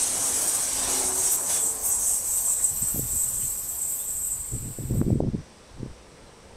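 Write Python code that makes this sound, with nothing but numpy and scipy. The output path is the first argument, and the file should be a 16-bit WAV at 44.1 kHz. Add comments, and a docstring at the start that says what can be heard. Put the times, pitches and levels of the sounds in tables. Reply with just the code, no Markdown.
"""The rolling roar of a fast electric train that has just rushed by recedes under the high ringing hiss of the rails,
which surges as wheel after wheel scrubs the steel. The hiss fades into quiet open air with a few faint birds,
and gusts of wind thump on the microphone. Shaped noise makes roar, air, hiss and wind; resonances ring in the rails;
sines make drones and birds; single swings of pressure make the thumps."""
import sys
import numpy as np
from scipy import signal
from scipy.fft import rfft, irfft, next_fast_len
from scipy.io import wavfile
from scipy.ndimage import uniform_filter1d

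SR = 44100
rng = np.random.default_rng(int(sys.argv[2]) if len(sys.argv) > 2 else 0)


def unload_wav(signal):
    """Save mono or channel-first audio to the path in sys.argv[1] as 16-bit WAV at rate SR, clipped to [-1, 1]."""
    wavfile.write(
        sys.argv[1],
        SR,
        np.round(np.clip(np.atleast_2d(signal).T, -1, 1) * 32767).astype(np.int16),
    )


N = 289296
T, HZ = np.arange(N) / SR, np.fft.rfftfreq(N, 1 / SR)

# gusts on the microphone: middle_s, half_length_s, strength_db
GUSTS = [(2.732, 0.025, -45.5), (2.832, 0.014, -38), (2.977, 0.029, -31.5), (3.043, .025, -37),
         (3.141, 0.027, -40), (3.3, 0.085, -49), (3.425, 0.043, -43), (4.37, 0.018, -47),
         (4.55, 0.029, -30.5), (4.664, 0.054, -36), (4.828, 0.033, -33), (4.965, 0.076, -25.5),
         (5.123, .06, -17.5), (5.245, 0.048, -19.5), (5.348, 0.02, -27.5), (5.392, 0.023, -35),
         (5.824, 0.053, -36.5), (5.911, 0.012, -43.5)]


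def gain_of(db):
    """Decibels to amplitude."""
    return 10 ** (np.asarray(db) / 20)


def evened(x):
    """Scales to rms 1."""
    return x / np.sqrt(np.mean(x ** 2) + 1e-20)


def shape(points):
    """Gain at every frequency from a short spectrum; it falls steeply above the last point."""
    hz, db = np.transpose(points)
    gain = gain_of(np.interp(np.log(HZ + 1), np.log(hz), db))
    return gain / np.maximum(HZ / hz[-1], 1) ** 10


def ringing(modes):
    """Gain at every frequency of a set of steep-sided resonances, summed in power."""
    power = 0
    for hz, width_hz, db in modes:
        power = power + gain_of(db) ** 2 / (1 + ((HZ - hz) / width_hz) ** 2) ** 2
    return np.sqrt(power)


def slow_gain(rate_hz):
    """Low-pass gain for slow random movement."""
    return 1 / (1 + (HZ / rate_hz) ** 4)


def noise(gain, band_hz=(0, SR)):
    """Noise of a given colour, with rms 1 inside the band."""
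    size = next_fast_len(N)
    colour = np.interp(np.fft.rfftfreq(size, 1 / SR), HZ, gain)
    x = irfft(rfft(rng.standard_normal(size)) * colour, size)[:N]
    inside = (HZ >= band_hz[0]) & (HZ <= band_hz[1])
    return evened(x) * np.sqrt(np.sum(gain ** 2) / np.sum(gain[inside] ** 2))


def waver(rate_hz, depth_db):
    """A random gain that moves up to rate_hz times a second."""
    return gain_of(depth_db * noise(slow_gain(rate_hz)))


def level(curve, fall_db_per_s, column=1):
    """Gain along one column of a curve; outside its span it dies away at a steady rate."""
    s, db = np.transpose(curve)[[0, column]]
    outside_s = abs(T - np.clip(T, s[0], s[-1]))
    return gain_of(np.interp(T, s, db) - fall_db_per_s * outside_s)


def swell(middle_s, half_s):
    """A round-topped rise and fall, height 1."""
    return np.exp(-abs((T - middle_s) / half_s) ** 3)


def mottled(x, depth_db, span_hz, span_s):
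    """Lays random patches of gain, span_hz wide and span_s long, over a sound."""
    hz, t, z = signal.stft(x, SR, nperseg=1024, noverlap=768)
    across = np.fft.fftfreq(len(hz), hz[1])[:, None]
    along = np.fft.fftfreq(len(t), t[1])
    blur = np.exp(-(across * span_hz) ** 2 - (along * span_s) ** 2)
    grain = np.fft.fft2(rng.standard_normal(z.shape))
    patches = evened(np.fft.ifft2(grain * blur).real)
    return signal.istft(z * evened(gain_of(depth_db * patches)), SR, nperseg=1024, noverlap=768)[1][:N]


def open_air():
    """Outdoor wash; a far train murmurs as it draws near and makes the rails hiss faintly."""
    # wash: freq_hz, db_per_hz
    wash_tone = [(15, -12), (40, -5), (110, 0.5), (200, -1), (300, -6.5), (480, -3.5), (700, -9),
                 (900, -8.5), (1400, -12), (2100, -15.5), (2800, -17), (5300, -19), (6700, -24),
                 (9500, -28), (15500, -45)]
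    # rails under the distant train: freq_hz, width_hz, level_db
    far_rail_modes = [(5750, 340, -1.3), (8260, 970, 0.25)]
    # murmur of the distant train: time_s, level_db
    approach = [(5.3, -58.5), (5.9, -55), (6.5, -55.5)]
    # its resonances: freq_hz, width_hz, level_db
    approach_modes = [(209, 92, -0.5), (470, 150, 3.5), (870, 220, -4.5), (2000, 780, -12.5)]
    wash_db, far_rail_db = -52, -62
    wash = gain_of(wash_db) * mottled(noise(shape(wash_tone)), depth_db=1.04, span_hz=199, span_s=0.19)
    murmur = level(approach, fall_db_per_s=10) * noise(ringing(approach_modes)) * waver(9, 1.4)
    far_hiss = gain_of(far_rail_db) * noise(ringing(far_rail_modes))
    return wash + murmur + far_hiss


def birds():
    """Short gliding notes, blurred by scattering among the trees."""
    # middle_s, length_s, pitch_hz, glide_hz_per_s, level_before_blur_db
    chirps = [(0.468, 0.032, 2600, 0, -39), (2.366, 0.05, 2880, -2, -52), (3.427, 0.031, 3000, 4000, -54),
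              (4.024, 0.051, 3600, 5000, -51), (6.27, 0.023, 4080, -2000, -59.5)]
    notes = np.zeros(N)
    for s, length_s, hz, glide, db in chirps:
        t = T - s
        envelope = np.exp(-(t / length_s) ** 2)
        notes += gain_of(db) * envelope * np.sin(2 * np.pi * (hz + glide * t / 2) * t)
    return notes * (0.5 + 0.44 * noise(slow_gain(70)))


def gusting():
    """Strength of the wind at the microphone, 0-1; it saturates in the hardest gusts."""
    full_db = -25
    power = sum((gain_of(db) * swell(s, half_s)) ** 2 for s, half_s, db in GUSTS)
    return np.tanh(np.sqrt(power) / gain_of(full_db))


def wind(gust):
    """Turbulence rumbles at the microphone; stronger gusts shed smaller eddies, which flutter higher."""
    # light breeze between the gusts: time_s, level_db
    breeze = [(0.0, -53), (0.68, -56), (0.8, -45.5), (1.65, -56.5), (1.85, -47.5), (2.3, -52),
              (3.65, -48.5), (4.0, -59), (4.13, -46.5), (5.5, -62), (6.1, -58.5), (6.55, -53)]
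    # deep rumble: freq_hz, db_per_hz
    rumble_tone = [(15, -2), (45, 3), (70, 2.5), (100, -6), (170, -17.5)]
    # buffeting: freq_hz, db_per_hz
    buffet_tone = [(40, -13), (80, -8.5), (125, 7.5), (165, -7.5), (230, -10.5), (400, -30.5), (900, -56)]
    # flutter: freq_hz, db_per_hz
    flutter_tone = [(100, -6), (200, 7.5), (340, -1), (480, -8.5), (700, -25), (1200, -54), (3000, -62)]
    # a gust's rumble lasts longer and grows less than the gust
    rumble_db, rumble_spread, rumble_growth = -25.5, 2, 0.43
    push_power = 0
    for s, half_s, db in GUSTS:
        push = gain_of(rumble_db + rumble_growth * db) * swell(s, rumble_spread * half_s)
        push_power = push_power + push ** 2
    drive = np.sqrt(level(breeze, fall_db_per_s=9) ** 2 + push_power)
    rumble = drive * noise(shape(rumble_tone)) * waver(13, 1.6)
    buffet = gain_of(-24.0) * gust * noise(shape(buffet_tone)) * waver(22, 1.4)
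    flutter = gain_of(-27.0) * gust ** 1.53 * noise(shape(flutter_tone)) * waver(70, 1.8)
    return rumble + buffet + flutter


def small_eddies(gust):
    """Random eddies, as strong as the gust that carries them: rows of middle_s, peak_db, pitch_hz."""
    count, eddies_per_s = 600, 41
    full_gust_db, spread_db = -31.5, 2
    mid_hz, spread_oct = 298, 0.29
    at, chance = rng.integers(0, N, count), rng.random(count)
    size, pitch = rng.standard_normal((count, 2)).T
    db = full_gust_db + spread_db * size + 20 * np.log10(gust[at] + 1e-9)
    rows = np.transpose([T[at], db, mid_hz * 2 ** (spread_oct * pitch)])
    return rows[chance < eddies_per_s * T[-1] / count]  # thins the candidates to the rate


def thumps(eddies):
    """An eddy crossing the microphone pulls and then pushes: one swing of pressure, shorter when it is small."""
    out = np.zeros(N)
    for s, db, hz in eddies:
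        near = slice(*np.searchsorted(T, [s - 1 / hz, s + 1 / hz]))
        u = 2 * np.pi * hz * (T[near] - s)
        out[near] += gain_of(db) * u * np.exp((1 - u ** 2) / 2)
    return out


def knocks():
    """Light knocks from the receding running gear, each a short, broad ring smeared by distance."""
    # start_s, level_db, pitch_hz
    knock_rows = [(1.39, -44, 1200), (2.47, -48.5, 1060), (2.59, -50.5, 1800), (2.88, -49, 1280),
                  (3.41, -52.5, 2650)]
    decay_s = 0.017
    out = np.zeros(N)
    for s, db, hz in knock_rows:
        age = np.maximum(T - s, 0) / decay_s
        envelope = np.sqrt(2 * age) * np.exp(0.5 - age)  # height 1
        out += gain_of(db) * envelope * noise(ringing([(hz, hz / 4, 0)]))
    return out


def drones():
    """Tones of running gear and drive: each swells and fades as it goes by, wandering a little in pitch."""
    # middle_s, length_s, pitch_hz, width_hz, level_db
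    drone_rows = [(0.18, 0.34, 266, 13, -51.5), (0.976, 0.27, 264, 10.7, -44.5), (1.07, .17, 377, 4, -40.5),
                  (1.7, .22, 452, 30, -48.5), (1.56, 0.069, 3450, 52, -47)]
    out = np.zeros(N)
    for s, length_s, hz, width_hz, db in drone_rows:
        pitch_hz = hz + width_hz / 2 * noise(slow_gain(width_hz))
        tone = evened(np.sin(2 * np.pi * np.cumsum(pitch_hz) / SR))
        out += gain_of(db) * np.exp(-((T - s) / length_s) ** 2) * tone
    return out


def coaches():
    """Roar of wheels and sleepers and air rushing along the coaches, both receding with the train."""
    # roar: time_s, level_db
    roar_curve = [(0.0, -45), (0.23, -39.5), (0.6, -41), (0.65, -46), (0.92, -37), (1.09, -40.5),
                  (1.9, -46), (1.94, -48), (2.85, -52.5)]
    # roar: freq_hz, db_per_hz
    roar_tone = [(20, -22), (55, -13), (100, -5.5), (165, -7.5), (270, -1.5), (400, -2), (520, -0.5),
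                 (820, 1.5), (1020, 0), (1350, -8), (2500, -17.5)]
    # rushing air: time_s, level_db
    rush_curve = [(0.0, -41), (0.73, -41.5), (0.95, -37.5), (1.11, -46), (1.32, -44), (1.42, -53.5),
                  (2.85, -53.5)]
    # rushing air: freq_hz, db_per_hz
    rush_tone = [(700, -8.5), (1500, -3), (2500, -2.5), (3300, -1.5), (4800, 1), (6000, 4.5), (9000, -33)]
    burst_s, burst_half_s, burst_db = 1.54, 0.071, -41  # one short, harsh burst in the rush
    roar = mottled(noise(shape(roar_tone), (400, 1300)), depth_db=2.0, span_hz=120, span_s=0.16)
    roar *= level(roar_curve, fall_db_per_s=5.5) * waver(20, 1.0)
    rush = mottled(noise(shape(rush_tone), (1800, 4800)), depth_db=2.0, span_hz=250, span_s=0.14)
    burst = gain_of(burst_db) * swell(burst_s, burst_half_s)
    rush *= np.hypot(level(rush_curve, fall_db_per_s=4.5), burst) * waver(30, 0.57)
    return roar + rush


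def rail_echoes(share, decay_s):
    """Waves thrown back by fastenings and welds ripple the spectrum of the rail."""
    echoes = rng.standard_normal(N) * np.exp(-T / decay_s)
    return abs(1 + share * rfft(echoes) / np.linalg.norm(echoes))


def rails():
    """Rough wheel contact drives a broad hiss that dies with distance, and rail resonances that carry far."""
    # scrubbing hiss: freq_hz, db_per_hz
    scrub_tone = [(4000, -25.5), (5200, -16), (5850, 2.5), (6100, -2), (6700, 4.5), (7100, -4.5),
                  (8000, 1.5), (8900, 7.5), (9600, 0.5), (10300, -1.5), (11500, -6), (13000, -30),
                  (15700, -24)]
    # waves that run far along the rail: freq_hz, width_hz, level_db
    song_modes = [(6980, 95, -14), (7240, 190, -6), (7496, 44, 3), (7100, 78, -16), (7744, 67, 6),
                  (7980, 19, 4.5), (8070, 39, 8), (8740, 49, -5), (8296, 50, 7.5), (8500, 16, 0),
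                  (8706, 27, 1.5), (8570, 64, -0.5), (8970, 140, -36), (9700, 40, -24), (9590, 83, -6.5)]
    # highest ringing: freq_hz, width_hz, level_db
    top_modes = [(10500, 180, -8.5), (11000, 640, -8), (11400, 110, -3), (11500, 43, 4), (11700, 250, -3),
                 (12280, 280, 2.5), (13270, 450, -1), (13500, 330, -6.5), (14800, 700, -8.5)]
    # steady drive as the train draws away: time_s, scrub_drive_db, song_drive_db, top_drive_db
    drive = [(0.0, -33, -32.5, -45), (1.4, -39.5, -31, -41), (1.8, -42.5, -36, -43),
             (2.2, -45.5, -36.5, -44), (3.7, -50.4, -35, -37.5), (4.3, -57, -31, -40.5),
             (4.5, -64, -34.5, -48), (5.0, -75, -46.5, -50.5), (5.2, -90, -54.5, -70)]
    # a wheel bears harder on the rail: middle_s, half_length_s, scrub_lift_db, song_lift_db, top_lift_db
    surges = [(0.025, .032, 1, 3.5, 1), (0.272, 0.017, -0.5, 6.5, 4), (0.477, .14, 1.5, 1, 6),
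              (0.957, .07, 4.5, 1, 2), (1.07, .03, 6, 2, 0), (1.25, .1, 5.5, 3, 3.5),
              (1.345, 0.032, 2, 3, 9), (1.535, .058, 8.5, 6.5, 3.5), (1.658, 0.054, 1, 10, 4),
              (1.879, .042, 8.5, 10.5, 13), (1.944, 0.032, 7, 10, 0), (2.105, 0.12, 10, 10.5, 8),
              (2.36, .11, 7.5, 10, 9.5), (2.519, .06, 6.5, 10.5, 5), (2.658, .06, 6, 13, 5.5),
              (2.784, 0.054, 0.5, 5.5, 8.5), (2.87, 0.045, 2, 9, 3), (2.975, .08, 1.5, 2, 8.5),
              (3.178, .11, 3.5, 8.5, 5), (3.422, 0.15, 2.5, 6.5, 1.5), (3.878, 0.084, 1.5, 5, -2.5),
              (3.95, .07, .5, 1, 6), (4.236, .08, 1.5, 1, 1)]
    scrub_level_db, song_level_db, top_level_db = -0.5, 0.36, -0.4  # overall loudness of each layer
    ripple = rail_echoes(share=0.34, decay_s=0.024)
    scrub = noise(shape(scrub_tone) * np.sqrt(ripple), (5500, 6900))
    song = noise(ringing(song_modes) * ripple ** 0.25, (7300, 8800))
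    top = noise(ringing(top_modes) * ripple, (11000, 15500))
    scrub = mottled(scrub, depth_db=2.0, span_hz=715, span_s=0.067)  # the contact patch wanders over the tread
    scrub_db, song_db, top_db = sum(np.outer(lifts, swell(s, half_s)) for s, half_s, *lifts in surges)
    scrub *= gain_of(scrub_db + scrub_level_db) * level(drive, fall_db_per_s=86, column=1) * waver(22, 0.79)
    song *= gain_of(song_db + song_level_db) * level(drive, fall_db_per_s=400, column=2) * waver(23, 1.0)
    top *= gain_of(top_db + top_level_db) * level(drive, fall_db_per_s=400, column=3) * waver(25, 0.99)
    return (scrub + song + top) * waver(46, 0.65)  # the roughness of the tread shakes all three together


def scene():
    """Train, rails, birds and wind in the open."""
    # the largest eddies that thump the microphone: middle_s, peak_db, pitch_hz
    large_eddies = [(2.947, -23, 151), (2.961, -27, 380), (2.9947, -20, 257), (4.538, -29, 205),
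                    (4.788, -25.5, 278), (4.910, -18.5, 200), (4.9935, -24, 149), (5.015, -9.5, 167),
                    (5.0155, -25, 810), (5.024, -17, 260), (5.067, -15, 177), (5.105, -16.5, 316),
                    (5.131, -11, 126), (5.158, -12.5, 193), (5.205, -8, 336), (5.237, -20, 318),
                    (5.274, -30, 420), (5.288, -17, 140), (5.351, -23.5, 200), (5.832, -22.5, 198),
                    (5.862, -29, 237)]
    gust = gusting()
    train = coaches() + drones() + knocks() + rails()
    gusts = wind(gust) + thumps(large_eddies) + thumps(small_eddies(gust))
    return (train + birds() + open_air() + gusts)[None]


def record(dry):
    """Gain control ducks the loudest moments and recovers steadily; then a low-pass sets the band limit."""
    threshold_db, recovery_db_per_s, share = -19, 35, 0.57
    attack_s, edge_hz = 0.008, 15700
    power_db = 10 * np.log10(abs(uniform_filter1d(dry[0] ** 2, size=200)) + 1e-12)
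    fall_db = recovery_db_per_s * T
    held_db = np.maximum.accumulate(power_db + fall_db) - fall_db  # peak hold that sinks at the recovery rate
    over_db = np.maximum(held_db - threshold_db, 0)
    lag = np.exp(-1 / (attack_s * SR))
    ducked = dry / gain_of(share * signal.lfilter([1 - lag], [1, -lag], over_db))
    lowpass = signal.firwin(611, edge_hz, window=("kaiser", 9), fs=SR)
    return signal.oaconvolve(ducked, lowpass[None], "same")


dry = scene()
out = record(dry)
unload_wav(out)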